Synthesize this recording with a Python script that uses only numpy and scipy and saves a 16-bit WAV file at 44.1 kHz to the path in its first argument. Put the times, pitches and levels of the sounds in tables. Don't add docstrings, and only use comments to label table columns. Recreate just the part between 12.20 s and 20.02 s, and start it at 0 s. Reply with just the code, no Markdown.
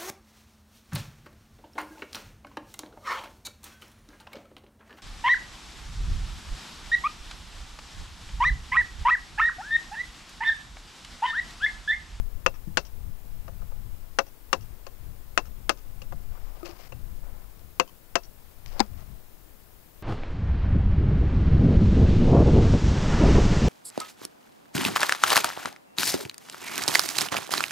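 import sys
import numpy as np
from scipy import signal
from scipy.fft import rfft, irfft, next_fast_len
from scipy.io import wavfile
from scipy.ndimage import uniform_filter1d, minimum_filter1d, map_coordinates

SR = 44100
rng = np.random.default_rng(int(sys.argv[2]) if len(sys.argv) > 2 else 0)


def gain_from_decibels(decibels):
    exponent = np.asarray(decibels, float) / 20
    return 10 ** exponent


def to_wav(s):
    ch = np.atleast_2d(s).T
    pcm = np.round(np.clip(ch, -1, 1) * 32767)
    wavfile.write(sys.argv[1], SR, pcm.astype(np.int16))


N = 345072
TIME = np.arange(N) / SR

# time in seconds, level in dB.
WIND_STRENGTH = [(0, -36.5), (.45, -42.5), (1.0, -43), (1.12, -38), (1.75, -41), (2.25, -56), (2.45, -42),
                 (2.7, -46.5), (4.14, -42), (4.5, -50), (4.99, -38), (5.2, -47), (5.75, -58), (6.35, -53),
                 (6.5, -39), (6.95, -43.5), (7.1, -57.5), (7.83, -55)]
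# middle in seconds, length in seconds, flutter level in dB.
EDDIES = [(0.026, 0.066, -48), (0.26, 0.34, -51), (.56, .15, -43), (0.852, 0.19, -44), (1.23, 0.23, -51),
          (1.392, 0.18, -46.5), (1.65, 0.37, -48.5), (2.42, 0.1, -45.5), (2.899, 0.18, -44.5),
          (3.37, 0.3, -52), (3.77, 0.2, -50.5), (3.958, 0.26, -45.5), (4.097, 0.083, -48),
          (4.774, 0.17, -45.5), (4.924, 0.2, -48.5), (5.456, 0.092, -50), (6.48, .12, -53),
          (6.752, 0.18, -47), (6.907, 0.2, -46.5)]
# start in seconds, peak in dB, pitch in Hz.
GUST_SLAPS = [
    (0.471, -34.5, 149),
]
# start in seconds, tank, hammer head and bright ring in dB, struck spot in Hz.
BLOWS = [
    (0.2614, -19, -14, -20.5, 1310),
    (0.5708, -25.5, -14.5, -16, 1646),
    (1.9865, -21.5, -23.5, -20.5, 1380),
    (2.3284, -24, -22.5, -20.5, 1340),
    (3.1748, -29.5, -18.5, -22, 1440),
    (3.493, -24.5, -21.5, -17.5, 1290),
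    (5.5969, -20.5, -16, -18.5, 1000),
    (5.954, -20.5, -18.5, -14.5, 1496),
]
# start in seconds, pipe, hammer head and bright ring in dB,
# struck spot in Hz.
TAPS = [(1.278, -37.5, -56, -53, 1090), (1.417, -46.5, -64, -64, 1190), (1.517, -43.5, -62, -63, 696),
        (2.6646, -36, -45.5, -37.5, 1100), (3.8167, -44, -38, -42.5, 1100), (3.9216, -35, -56, -57, 950),
        (4.362, -54, -73, -63, 1180), (4.4552, -42.5, -38.5, -36, 1280), (4.4635, -42.5, -61, -50.5, 1290),
        (4.49, -58, -52, -43, 891), (4.7204, -39.5, -38.5, -48, 720)]
# start in seconds, length in seconds, rustle in dB, scuff in dB.
DRAGS = [
    (4.061, 0.52, -65, -57),
    (4.442, .065, -49, -47.5),
    (4.517, 0.057, -58.5, -53),
    (4.578, 0.05, -53.5, -62),
    (4.631, 0.043, -50, -58),
    (5.015, 0.21, -80, -59),
    (6.457, 0.068, -55, -58),
    (6.496, .13, -55, -51),
    (6.768, 0.056, -60.5, -57),
]
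# start in seconds, peak in dB.
TWIG_SNAPS = [(4.431, -42), (4.506, -47), (4.5324, -48), (4.595, -55), (5.3941, -49), (6.4613, -32.5),
              (6.4734, -48), (6.4804, -43), (6.4904, -51), (6.5296, -45), (6.6174, -53), (6.6544, -53),
              (6.6634, -44), (6.7351, -49), (6.8069, -46)]
# start in seconds, peak in dB.
BOARD_LIFTS = [
    (4.429, -31),
    (4.49, -37.5),
]
# start in seconds, peak in dB.
CAP_LANDINGS = [
    (6.5954, -16.5),
    (6.6028, -4),
]

# pitch in Hz, level in dB, time to fall 60 dB in seconds.
TANK_MODES = [(372, -13, 0.06), (519.3, -3, 0.055), (551, -11.5, 0.08), (676.5, -11.5, 0.063)]
PIPE_MODES = [(730, -5, .055), (840, -4, .045), (1060, -4, .045), (1210, 0, .035), (1420, -2, .025),
              (1580, -4, .025), (1800, -5, .02), (2100, -7, .015)]
HEAD_MODES = [(2590, -6, .04), (2770, -5, .04), (2660, -14, .075), (2730, -26, .1), (2860, 0, .016),
              (2450, -3, .012), (3150, -4, .012)]
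BRIGHT_MODES = [(4160, -4.5, 0.013), (4590, -0.5, 0.015), (5270, 0, 0.013), (5850, -4, 0.03),
                (6534, -4.5, 0.019), (7300, 1, 0.0077)]
CAP_MODES = [(212, -10.5, 0.12), (246, 2, 0.028), (346, 3, 0.027), (513, -15, 0.057), (801, 5.5, 0.035),
             (1007, 7.5, 0.016), (1725, -9, 0.024), (2160, 1.5, 0.014), (4940, -9.5, 0.036)]
BOARD_MODES = [(343.6, -3, 0.15), (650, -10.5, 0.044), (1250, -18, .04)]

# frequency in Hz, level in dB per Hz.
RUMBLE_COLOUR = [(10, 2.5), (20, 4.5), (40, -2.5), (65, -12.5), (110, -66), (300, -82)]
FLUTTER_COLOUR = [(30, -5.5), (70, 2.5), (110, -1.5), (170, -10), (260, -19), (450, -46), (1500, -92.5)]
BREEZE_COLOUR = [(60, -23.5), (150, -8.5), (300, -7.5), (600, -11.5), (1200, -16), (2300, -21), (8000, -28),
                 (11000, -30.5), (17000, -90.5)]
KNOCK_COLOUR = [(120, -42), (200, -15.5), (1350, -5), (2290, -10), (4680, -20.5), (5840, -20),
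                (13800, -35.5), (16000, -51)]
BRUSH_COLOUR = [(410, -29.5), (700, -13), (2460, -4.5), (3970, -10), (5190, -5), (10000, -28), (13000, -17),
                (22000, -120)]
SCUFF_COLOUR = [(150, -21), (350, -5.5), (700, -1.5), (1200, -7), (2200, -19), (5000, -58)]
GRIT_COLOUR = [(500, -11), (2100, -2.5), (3000, -17), (3900, 2.5), (5500, -5.5), (7000, -11), (9500, -25.5),
               (14000, -36)]
HISS_COLOUR = [(30, -7.5), (900, -7.5), (2300, -14.5), (5000, -8.5), (9000, -6), (14000, 1.5), (15500, 2.5)]
# frequency in Hz, gain in dB.
ECHO_COLOUR = [(400, -8), (2000, -8.5), (4000, -3.5), (5900, 6), (9000, -14)]
# frequency in Hz, share from 0 to 1.
SHARED_HISS = [(3000, .03), (7000, 0.6), (11000, 0.73), (15000, 0.71)]
# frequency in Hz, time to fall 60 dB in seconds.
SCATTER_DECAY = [(200, 0.13), (530, 0.11), (1400, 0.089), (2700, 0.071), (6000, 0.094), (9700, 0.023)]


def unit(x):
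    return x / np.sqrt(np.mean(x ** 2) + 1e-20)


def along(points, hz):
    f, value = np.transpose(points)
    return np.interp(np.log(hz + 1), np.log(f + 1), value)


def wobble(rate):
    knots = rng.standard_normal(int(N * rate / SR) + 4)
    return map_coordinates(knots, [np.arange(N) * rate / SR])


def filtered(x, response):
    size = next_fast_len(x.shape[-1] + 8192)
    spectrum = rfft(x, size) * response(np.fft.rfftfreq(size, 1 / SR))
    return irfft(spectrum, size)[..., :x.shape[-1]]


def coloured(x, colour):
    return filtered(x, lambda hz: gain_from_decibels(along(colour, hz)))


def noise(colour):
    return unit(coloured(rng.standard_normal(N), colour))


def add(track, s, x):
    track[round(s * SR):][:len(x)] += x


def ring(modes, spread_db, attack):
    t = np.arange(SR // 5) / SR
    hz, db, t60 = np.transpose(modes)[:, :, None]
    strength, tuning, phase = rng.standard_normal((3, len(modes), 1))
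    level = gain_from_decibels(db + spread_db * strength - 60 * t / t60)
    tones = level * np.sin(2 * np.pi * hz * (1 + 0.0099 * tuning) * t + 1.11 * phase)
    x = tones.sum(0) * (1 - np.exp(-t / attack))
    return x / np.abs(x).max()


def burst(decays):
    size = SR // 5
    raw = coloured(rng.standard_normal(size), KNOCK_COLOUR)
    hz, t, cells = signal.stft(raw, SR, nperseg=128)
    fade = gain_from_decibels(-60 * t / along(decays, hz)[:, None])
    x = signal.istft(cells * fade, SR, nperseg=128)[1][:size]
    return x / np.abs(x).max()


def wind():
    s, db = np.transpose(WIND_STRENGTH)
    strength_db = np.interp(TIME, s, db)
    swing_db = strength_db - strength_db.mean()
    buffet = gain_from_decibels(strength_db + 8.5) * unit(gain_from_decibels(2.4 * wobble(4.7)) * noise(RUMBLE_COLOUR))

    middle, length, eddy_db = np.transpose(EDDIES)[:, :, None]
    eddies = (gain_from_decibels(eddy_db) * np.exp(-2 * ((TIME - middle) / (length / 2)) ** 2)).sum(0)
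    flutter_level = gain_from_decibels(4.5) * (gain_from_decibels(-54.5 + 0.47 * swing_db) + eddies)
    flutter = flutter_level * unit(gain_from_decibels(1.8 * wobble(30)) * noise(FLUTTER_COLOUR))

    breeze = gain_from_decibels(-64 + 0.089 * swing_db + 10 + 0.15 * wobble(5.5)) * noise(BREEZE_COLOUR)

    slap = np.zeros(N + SR)
    for s, db, hz in GUST_SLAPS:
        modes = [(hz, 0, .15), (1.3 * hz, -2, .15), (2.2 * hz, -6, .12)]
        add(slap, s, gain_from_decibels(db + 10) * ring(modes, spread_db=-0.5, attack=0.0032))
    return buffet + flutter + breeze + slap[:N]


def thuds():
    out = np.zeros(N + SR)
    hz, t60 = 177.7, 0.1
    for s, *_ in BLOWS:
        modes = [(hz, 0, t60), (1.67 * hz, 3, t60)]
        add(out, s, gain_from_decibels(-33.5) * ring(modes, spread_db=6.5, attack=0.005))
    return out[:N]


def knocks(rows, clap_db, crack_db, scatter_db, onset_s):
    out = np.zeros(N + SR)
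    thin = lambda hz: np.clip(hz / 4500, 0, 1) ** 2
    for s, pipe_db, tank_db, head_db, bright_db, spot_hz in rows:
        pipe = [(hz, db - 6 * np.log2(hz / spot_hz) ** 2, t60) for hz, db, t60 in PIPE_MODES]
        pipe_ring = .55 * ring(pipe, spread_db=2.0, attack=0.0036)
        clap = ring([(spot_hz, 0, .008), (1.32 * spot_hz, -5, .006)], spread_db=0, attack=0.00031)
        scatter = gain_from_decibels(scatter_db) * burst([(300, 0.11), (3000, 0.033), (9000, 0.022)])
        body = gain_from_decibels(pipe_db) * (pipe_ring + gain_from_decibels(clap_db) * clap + scatter)

        wall = gain_from_decibels(tank_db) * ring(TANK_MODES, spread_db=4.5, attack=0.0042)
        head = gain_from_decibels(head_db) * ring(HEAD_MODES, spread_db=2.0, attack=0.00073)

        crack = gain_from_decibels(crack_db) * filtered(burst([(1000, 0.0044), (10000, 0.011)]), thin)
        sheen = filtered(burst(SCATTER_DECAY), thin)
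        bright = gain_from_decibels(bright_db) * (ring(BRIGHT_MODES, spread_db=1.0, attack=0.0015) + crack + sheen)

        onset = 1 - np.exp(-np.arange(len(body)) / SR / onset_s)
        knock = gain_from_decibels(7.0) * (body + wall + head + bright) * onset
        add(out, s + 0.001103, knock)
        add(out, s + .0795, far_bank(knock))
    return out[:N]


def far_bank(x):
    t = np.arange(SR // 20) / SR
    face = rng.standard_normal(len(t)) * gain_from_decibels(-60 * t / 0.015)
    smear = face.copy()
    for lag_s, db in [(.0105, -5), (.017, -4)]:
        smear += gain_from_decibels(db) * np.pad(face, (round(lag_s * SR), 0))[:len(t)]
    echo = signal.fftconvolve(x, smear / np.linalg.norm(smear))
    return gain_from_decibels(-31.5) * coloured(echo, ECHO_COLOUR)


def brush():
    start, length, rustle_db, scuff_db = np.transpose(DRAGS)[:, :, None]
    progress = (TIME - start) / length
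    shape = np.clip(np.minimum(progress / 0.14, 1 + (1 - progress) / 0.48), 0, 1) ** 2
    grains = gain_from_decibels(3 * wobble(500) + 2.4 * wobble(90))
    clumps = gain_from_decibels(3 * wobble(120) + 1.6 * wobble(30))
    rustle = (gain_from_decibels(rustle_db + 2) * shape).max(0) * unit(grains * noise(BRUSH_COLOUR))
    scuff = (gain_from_decibels(scuff_db + 3.5) * shape).max(0) * unit(clumps * noise(SCUFF_COLOUR))

    snaps = np.zeros(N + SR)
    t = np.arange(400) / SR
    for s, db in TWIG_SNAPS:
        add(snaps, s, gain_from_decibels(db + 14.0 - 60 * t / 0.0066) * rng.standard_normal(len(t)))
    return rustle + scuff + coloured(snaps[:N], BRUSH_COLOUR)


def cap_and_board():
    out = np.zeros(N + SR)
    for s, db in BOARD_LIFTS:
        add(out, s, gain_from_decibels(db + 4.5) * ring(BOARD_MODES, spread_db=3, attack=0.0014))

    t = np.arange(800) / SR
    for s, db in CAP_LANDINGS:
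        crunch = coloured(rng.standard_normal(len(t)), GRIT_COLOUR) * gain_from_decibels(-60 * t / 0.012)
        shell = ring(CAP_MODES, spread_db=1, attack=.0008)
        scatter = gain_from_decibels(-13) * burst([(300, 0.14), (2000, 0.044), (9000, .03)])
        add(out, s, gain_from_decibels(db + 2) * (shell + scatter))
        add(out, s, gain_from_decibels(db + 7.5) * crunch)
    return out[:N]


def scene():
    blow_rows = [(s, -15.5, *rest) for s, *rest in BLOWS]
    tap_rows = [(s, db, db - 3.5, *rest) for s, db, *rest in TAPS]
    blows = knocks(blow_rows, clap_db=5, crack_db=7.5, scatter_db=1.5, onset_s=.00005)
    taps = knocks(tap_rows, clap_db=1.5, crack_db=-14, scatter_db=-6, onset_s=0.001)
    left = wind() + blows + thuds() + taps + brush() + cap_and_board()
    return np.array([left, 0 * left])


def hiss():
    share = lambda hz: np.clip(along(SHARED_HISS, hz), 0, 1)
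    common = filtered(noise(HISS_COLOUR), lambda hz: np.sqrt(share(hz)))
    separate = np.array([noise(HISS_COLOUR), noise(HISS_COLOUR)])
    own = filtered(separate, lambda hz: np.sqrt(1 - share(hz)))
    return gain_from_decibels(-56.5) * (common + own)


def band_limit(x):
    return signal.sosfilt(signal.butter(12, 16810, fs=SR, output="sos"), x)


def record(dry):
    x = dry + hiss()
    need = np.minimum(1, .92 / (np.abs(x[0]) + 1e-9))
    x = x * uniform_filter1d(minimum_filter1d(need, size=400), size=200)
    x = x * gain_from_decibels(-6 * np.exp(-((TIME - 4.685) / 0.0043) ** 2))
    notch_hz, notch_width_hz, top_hz = 5925, 130, 15700
    notch = lambda hz: (hz - notch_hz) / (hz - notch_hz - .5j * notch_width_hz)
    mix = filtered(x, lambda hz: notch(hz) * np.where(hz < top_hz, 1, gain_from_decibels(-64)))
    return band_limit(mix)


dry = scene()
out = record(dry)
to_wav(out)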